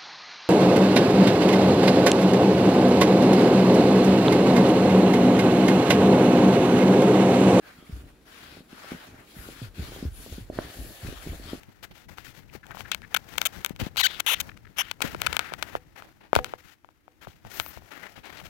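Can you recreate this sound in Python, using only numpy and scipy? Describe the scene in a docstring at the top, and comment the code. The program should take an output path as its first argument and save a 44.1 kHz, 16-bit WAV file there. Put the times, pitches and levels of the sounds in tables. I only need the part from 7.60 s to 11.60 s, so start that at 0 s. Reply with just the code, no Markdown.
"""A cloth is wiped back and forth over a leather car seat, close to the microphone.
Stick-slip friction of its fibres makes each stroke hiss, at times narrowing to a squeak or sizzle;
under pressure, coarser slips make the leather judder. The hand thuds into the damped cushion, folds
of cloth flap and twice snap, and the small cabin reflects the flaps and snaps briefly. Late on, the
air under the arm resonates. A faint steady rush lies beneath it all."""
import sys
import numpy as np
from scipy import signal
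from scipy.fft import rfft, irfft
from scipy.io import wavfile

SR = 44100
rng = np.random.default_rng(int(sys.argv[2]) if len(sys.argv) > 2 else 0)


def generate_wav(signal):
    """Clip the signal to [-1, 1] and save it as 16-bit WAV at the path in sys.argv[1]."""
    frames = np.transpose(np.atleast_2d(signal))
    scaled = np.clip(frames, -1, 1) * 32767
    pcm = np.round(scaled).astype(np.int16)
    wavfile.write(sys.argv[1], SR, pcm)


N = 176400

def amp(db):
    return 10 ** (np.asarray(db) / 20)

def unit_rms(x):
    return x / np.sqrt(np.mean(x ** 2) + 1e-20)

def per_bin(points):
    """Interpolates a spectrum over log frequency at every bin."""
    hz, value = np.transpose(points)
    return np.interp(np.log(np.fft.rfftfreq(N, 1 / SR) + 1), np.log(hz), value)

def colour(x, spectrum):
    """Spectral shaping, scaled to rms 1."""
    return unit_rms(irfft(rfft(x) * amp(per_bin(spectrum)), N))

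def pan(balance_db):
    """Constant-power panning; balance is the left level minus the right."""
    gains = amp(np.array([balance_db, -balance_db]).reshape(2, -1) / 2)
    return gains / np.sqrt(np.mean(gains ** 2, 0))

def add(mix, start_s, sound):
    part = mix[..., max(round(start_s * SR), 0):][..., :sound.shape[-1]]
    part += sound[..., :part.shape[-1]]

def wander(cutoff_hz):
    """Low-pass Gaussian noise of rms 1."""
    rolloff = 1 + (np.fft.rfftfreq(N, 1 / SR) / cutoff_hz) ** 4
    return unit_rms(irfft(rfft(rng.standard_normal(N)) / rolloff, N))

def slip_noise(per_s, spread_db, share):
    """Shot noise in two channels: random slips carry a share of the power, Gaussian noise the rest."""
    sizes = amp(spread_db * np.minimum(rng.exponential(1, N), 4))
    occurs = rng.random(N) < per_s / SR
    slips = unit_rms(sizes * occurs * rng.standard_normal((2, N)))
    return np.sqrt(share) * slips + np.sqrt(1 - share) * rng.standard_normal((2, N))

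def mid_side(x, side_db):
    """Mid-side mixing makes two independent signals a partly coherent pair."""
    return unit_rms(x[0] + amp(side_db) * np.array([x[1], -x[1]]))

def cabin_echo(x, wet_db, t60_s, side_db):
    """Reverberation: reflections decay exponentially in the padded interior."""
    t = np.arange(SR // 4) / SR
    tail = mid_side(rng.standard_normal((2, len(t))), side_db) * amp(-60 * t / t60_s) * (t > .003)
    wet = signal.fftconvolve(np.atleast_2d(x), tail / np.linalg.norm(tail[0]), axes=1)
    return x + amp(wet_db) * wet[:, :N]

# Spectrum of the cabin's rush: frequency_hz, gain_db
CABIN_SPECTRUM = [(20, -9), (45, 6), (100, -1.5), (300, 3.5), (600, -8.5), (1400, -19.5), (3500, -22.5),
                  (15000, -42)]
def cabin_rush():
    """Stationary noise, strongest in the bass, fills the parked car."""
    return amp(-58) * colour(mid_side(rng.standard_normal((2, N)), side_db=-10), CABIN_SPECTRUM)

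# Air resonances under the arm: centre_hz, half_width_hz, level_db, balance_db
CAVITY_MODES = [(630, 160, -54, -7.5), (1766, 190, -59, 4), (4345, 380, -62, 0)]
def arm_cavity(start_s=2.905, rise_s=0.028, fade_db_per_s=7.5):
    """Cavity resonance: rubbing excites the air in the gap between arm and seat."""
    out, t = 0, np.arange(N) / SR - start_s
    for hz, width_hz, db, balance_db in CAVITY_MODES:
        band = (wander(width_hz) + 1j * wander(width_hz)) * np.exp(2j * np.pi * hz * t)
        out = out + amp(db) * pan(balance_db) * band.real
    return out * np.clip(t / rise_s, 0, 1) * amp(-fade_db_per_s * t)

# Modes struck by a snap: frequency_hz, gain_db, t60_s, balance_db
SNAP_RING = [(377, 6, 0.01, 2.5), (612, 2, 0.022, -18), (1030, -1, 0.0055, 7), (1460, -8, 0.011, 1)]
# The cloth pulled taut: start_s, gain_db, cutoff_hz
CLOTH_SNAPS = [(2.8994, -26, 720), (2.988, -19, 1930)]
def snaps(rise_s=0.00021):
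    """Impact excitation: taut cloth knocks the seat into damped modes; padding absorbs the treble."""
    out, t = np.zeros((2, N)), np.arange(SR // 10) / SR
    ring = sum(pan(balance_db) * amp(db - 60 * t / t60_s) * np.sin(2 * np.pi * hz * t)
               for hz, db, t60_s, balance_db in SNAP_RING)
    for start_s, db, cutoff_hz in CLOTH_SNAPS:
        padding = signal.butter(5, cutoff_hz, fs=SR, output="sos")
        add(out, start_s, amp(db) * signal.sosfilt(padding, ring * np.minimum(t / rise_s, 1)))
    return cabin_echo(out, wet_db=-13, t60_s=0.22, side_db=-2)

# Folds landing on the seat: time_s, peak_db, pitch_hz
FOLD_FLAPS = [(0.188, -38, 162), (0.227, -37.5, 262), (0.298, -31, 142), (0.971, -34, 330),
              (1.007, -36, 231), (1.131, -33.5, 226), (1.245, -33, 556), (1.32, -22, 246),
              (1.337, -32.5, 277), (1.348, -30, 173), (1.769, -33.5, 136), (1.889, -28.5, 310),
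              (2.019, -28.5, 205), (2.199, -30.5, 135), (2.321, -30.5, 377), (2.363, -28.5, 370),
              (2.428, -21.5, 220), (2.454, -26, 200), (2.664, -31, 370), (2.727, -33, 314),
              (2.783, -26.5, 202), (3.488, -29, 258), (3.528, -29, 320), (3.735, -33, 410),
              (3.799, -32.5, 265), (3.9334, -19, 274)]
def flaps(decay_cycles=0.69):
    """Air displaced by each fold radiates one pulse, and the leather swings for a cycle or two."""
    out, t = np.zeros(N), np.arange(-SR // 50, SR // 20) / SR
    for time_s, db, hz in FOLD_FLAPS:
        u = np.pi * hz * t
        puff = (1 - 3 * u ** 2 + u) / (1 + u ** 2) ** 3  # the odd term skews the pulse
        swing = np.cos(2 * u) * np.exp(-np.where(t < 0, u ** 2, hz * t / decay_cycles))
        add(out, time_s + t[0], amp(db) * (puff + swing) / 2)
    return cabin_echo(out, wet_db=-3.5, t60_s=0.074, side_db=-6.5)

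# Spectrum of the seat's shudder: frequency_hz, gain_db
SHUDDER_SPECTRUM = [(28, -39), (42, -2), (68, -12.5), (95, -17), (300, -56.5)]
# The hand pressing the cushion: start_s, peak_db, settled_pitch_hz, decay_s
CUSHION_THUDS = [(0.325, -28, 62.1, 0.037), (1.787, -38.5, 52.6, 0.022), (2.018, -31.5, 96.8, 0.036),
                 (2.191, -24.5, 65.4, 0.024), (2.452, -22, 59.7, 0.026), (2.719, -30, 50, 0.016),
                 (2.807, -34, 96.4, 0.02), (3.187, -31, 50.5, 0.025), (3.43, -32.5, 63.6, 0.023),
                 (3.476, -27, 57.5, 0.0093), (3.688, -26.5, 52.6, 0.049)]
def thuds(rise_s=0.0034, relax_s=0.013, shudder_db=-13, shudder_decay_s=0.091):
    """Damped oscillation of the cushion, its pitch sinking as the foam gives; the seat shudders on."""
    out, shake, t = np.zeros(N), np.zeros(N), np.arange(SR // 2) / SR
    wobble = 1 + 0.12 * wander(cutoff_hz=70)
    for start_s, db, hz, decay_s in CUSHION_THUDS:
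        uneven = np.roll(wobble, -round(start_s * SR))[:len(t)]
        cycles = np.cumsum(hz * uneven * (1 + 0.49 * np.exp(-t / relax_s))) / SR
        rise = 1 - np.exp(-(t / rise_s) ** 2)
        envelope = rise * np.exp(-t / decay_s)
        add(out, start_s, amp(db) * uneven * envelope / envelope.max() * np.sin(2 * np.pi * cycles))
        add(shake, start_s, amp(db + shudder_db) * rise * np.exp(-t / shudder_decay_s))
    shudder = colour(mid_side(rng.standard_normal((2, N)), side_db=-5.5), SHUDDER_SPECTRUM)
    return out + shake * shudder

# Response of the padded leather: frequency_hz, gain_db
LEATHER_SPECTRUM = [(30, 5), (55, 8), (110, 5), (190, -1), (260, 2), (400, -2.5), (540, -14), (750, -17),
                    (1200, -29), (2500, -58)]
# Stereo placement of the judder: frequency_hz, balance_db
LEATHER_BALANCE = [(100, 1), (400, 1), (620, -28), (1000, 14)]
# Spells of juddering: start_s, length_s, level_db
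JUDDER_SPELLS = [(0.282, 0.218, -51), (0.817, 0.196, -55.5), (1.471, 0.15, -50), (1.755, 0.23, -49),
                 (2.007, 0.046, -49), (2.173, 0.067, -40), (2.265, 0.22, -42.5), (2.571, 0.18, -49.5),
                 (2.892, 0.21, -45), (3.153, 0.17, -43), (3.428, .1, -40), (3.644, 0.11, -37),
                 (3.841, 0.14, -42.5)]
def judder(edge_s=0.038):
    """Coarse stick-slip friction shakes the padded leather while the hand bears down."""
    t = np.arange(N) / SR
    pressure = sum(amp(db) * np.clip(np.minimum(t - start_s, start_s + length_s - t) / edge_s + .5, 0, 1)
                   for start_s, length_s, db in JUDDER_SPELLS)
    slips = mid_side(slip_noise(per_s=520, spread_db=1.5, share=1.0), side_db=-15)
    vibration = colour(slips, LEATHER_SPECTRUM)
    return pressure * irfft(rfft(vibration) * pan(per_bin(LEATHER_BALANCE)), N)

def gliding_bands(rows, half_width_hz):
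    """Random modulation spreads each swelling, gliding tone into a band of noise."""
    out = np.zeros(N)
    for start_s, length_s, first_hz, last_hz, db in rows:
        progress = np.arange(0, 1, 1 / (length_s * SR))
        blur = (wander(half_width_hz) + 1j * wander(half_width_hz))[:len(progress)]
        carrier = np.exp(2j * np.pi * np.cumsum(first_hz + (last_hz - first_hz) * progress) / SR)
        add(out, start_s, amp(db) * np.sin(np.pi * progress) * (blur * carrier).real)
    return out

# Half-formed squeaks of the leather: start_s, length_s, first_hz, last_hz, level_db
LEATHER_SQUEAKS = [(0, 0.13, 1690, 1520, -59.5), (.14, 0.15, 1434, 1163, -61.5),
                   (.14, 0.18, 3390, 3110, -66.5), (.256, 0.028, 1900, 2510, -62)]
# The cloth's pile dragged fast: start_s, length_s, first_hz, last_hz, level_db
PILE_SIZZLES = [(.68, .34, 1647, 3394, -53.5), (1.73, 0.17, 11470, 11700, -54),
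                (2.5, 0.19, 10200, 11330, -52), (3.1, 0.33, 11400, 11950, -53.5)]
def squeaks_and_sizzles():
    """Partial synchronisation: slips fall loosely into step and give the friction a breathy pitch."""
    sizzle = np.array([gliding_bands(PILE_SIZZLES, half_width_hz=1400) for ear in "LR"])
    squeak = gliding_bands(LEATHER_SQUEAKS, half_width_hz=93)
    return squeak * pan(balance_db=5) + sizzle * pan(balance_db=8)

def shifting_folds(x, depth_db=1.93, patch_s=0.03, patch_hz=241):
    """Spectral modulation: moving folds raise and lower random patches of time and frequency."""
    hz, t, spectra = signal.stft(x, SR, nperseg=512)
    across, along = np.fft.fftfreq(len(hz), hz[1])[:, None], np.fft.fftfreq(len(t), t[1])
    smoothing = np.exp(-2 * np.pi * ((across * patch_hz) ** 2 + (along * patch_s) ** 2))
    patches = np.fft.ifft2(np.fft.fft2(rng.standard_normal(spectra.shape)) * smoothing).real
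    return signal.istft(spectra * amp(depth_db * unit_rms(patches)), SR, nperseg=512)[1][:, :N]

# Spectra of the three friction bands: frequency_hz, gain_db
LOW_SPECTRUM = [(200, -16), (500, -3.5), (650, -2), (950, -5), (1500, 0), (1900, -2.5), (2600, -7.5),
                (4500, -25.5)]
HIGH_SPECTRUM = [(1400, -20), (2300, -2), (3200, 0.5), (4400, -1), (5600, -6.5), (7200, -15.5), (8400, -29),
                 (15000, -61)]
FIZZ_SPECTRUM = [(4000, -14), (6000, -6.5), (7300, -2.5), (8200, -7.5), (9200, -6), (10300, -2),
                 (11500, -2.5), (13500, -7), (15500, -5)]
# Stereo placement of the hiss: frequency_hz, balance_db
HISS_BALANCE = [(300, 1), (650, -4.5), (1000, 1.5), (1600, 5.5), (2500, 3), (4000, 5.5), (11000, 3.5),
                (15000, 2)]
# Faint rustle under the strokes, before each band's trim: time_s, level_db
RUSTLE_FLOOR = [(.6, -71), (1.6, -65.5), (2.1, -69), (2.5, -65.5), (2.9, -66), (3.4, -58.5)]
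# Strokes, before each band's trim: start_s, length_s, crest_fraction, low_db, high_db, fizz_db, balance_db
STROKES = [(.02, 0.12, 0.4, -52.5, -56.5, -61.5, -3), (0.126, 0.18, 0.17, -59, -61, -64.5, -3.5),
           (0.257, 0.17, 0.6, -57, -59.5, -58.5, -4), (0.432, 0.089, 0.62, -59.5, -65.5, -66, -2),
           (0.665, 0.22, 0.74, -53, -53.5, -57.5, 1), (0.864, 0.15, 0.37, -54.5, -53, -59, 3),
           (1.101, 0.21, 0.62, -50, -52.5, -59, 1.5), (1.261, 0.11, 0.57, -45, -50.5, -55, 2),
           (1.359, 0.15, 0.28, -51, -53, -59.5, 0), (1.509, .13, 0.75, -52.5, -70, -79, 1),
           (1.67, 0.087, 0.49, -60.5, -55, -57.5, -1.5), (1.748, 0.21, 0.48, -53, -52, -51, 1),
           (1.91, 0.17, 0.83, -52, -50.5, -55, 4), (2.153, 0.15, 0.51, -50, -49, -53, 2.5),
           (2.251, 0.22, 0.45, -51, -48.5, -51.5, -0.5), (2.543, 0.22, 0.49, -58.5, -53, -51.5, 0.5),
           (2.694, 0.14, 0.21, -56.5, -52, -54, 2), (2.936, 0.23, 0.38, -49.5, -50, -53.5, 2),
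           (3.085, 0.38, 0.29, -60.5, -54, -49.5, 1), (3.422, 0.16, 0.32, -49, -50, -52.5, 5.5),
           (3.576, 0.23, 0.31, -52.5, -53, -51.5, 5), (3.825, 0.15, 0.54, -51, -49, -54, 5)]
def cloth_strokes(rise_s=0.026, fall_s=0.04, sag_db=-5.5):
    """Friction noise: fibres catch and slip on the leather, louder as each stroke gains speed."""
    rustle_db = np.interp(np.arange(N) / SR, *np.transpose(RUSTLE_FLOOR))
    power = np.zeros((3, 2, N)) + amp(rustle_db) ** 2
    for start_s, length_s, crest, *band_db, balance_db in STROKES:
        t = np.arange(-rise_s, length_s + fall_s, 1 / SR)
        contact = np.clip(np.minimum(t / rise_s, (length_s - t) / fall_s) + .5, 0, 1)
        speed = amp(np.interp(t / length_s, [0, crest, 1], [sag_db, 0, sag_db]))
        add(power, start_s + t[0], contact * (amp(band_db)[:, None, None] * pan(balance_db) * speed) ** 2)
    grip, hiss = wander(cutoff_hz=42), 0
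    bands = [(LOW_SPECTRUM, -1.5, 1.1), (HIGH_SPECTRUM, -3.5, .7), (FIZZ_SPECTRUM, -2, .7)]
    for envelope, (spectrum, trim_db, flicker_db) in zip(np.sqrt(power), bands):
        slips = slip_noise(per_s=3000, spread_db=1, share=0.26)
        hiss = hiss + colour(slips, spectrum) * envelope * amp(trim_db + flicker_db * grip)
    return np.sqrt(2) * irfft(rfft(shifting_folds(hiss)) * pan(per_bin(HISS_BALANCE)), N)

def scene():
    """Superposition: the sound pressures of all sources add."""
    rubbing = cloth_strokes() + squeaks_and_sizzles() + arm_cavity() + judder()
    return rubbing + thuds() + flaps() + snaps() + cabin_rush()

def record(dry, low_hz=28, high_hz=15780):
    """Band limiting: the microphone sheds the deepest bass, and a steep low-pass cuts the top treble."""
    thin = signal.sosfilt(signal.butter(2, low_hz, "high", fs=SR, output="sos"), dry)
    low_pass = signal.firwin(801, high_hz, window=("kaiser", 9), fs=SR)
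    return signal.oaconvolve(thin, low_pass[None], "same")

dry = scene()
out = record(dry)
generate_wav(out)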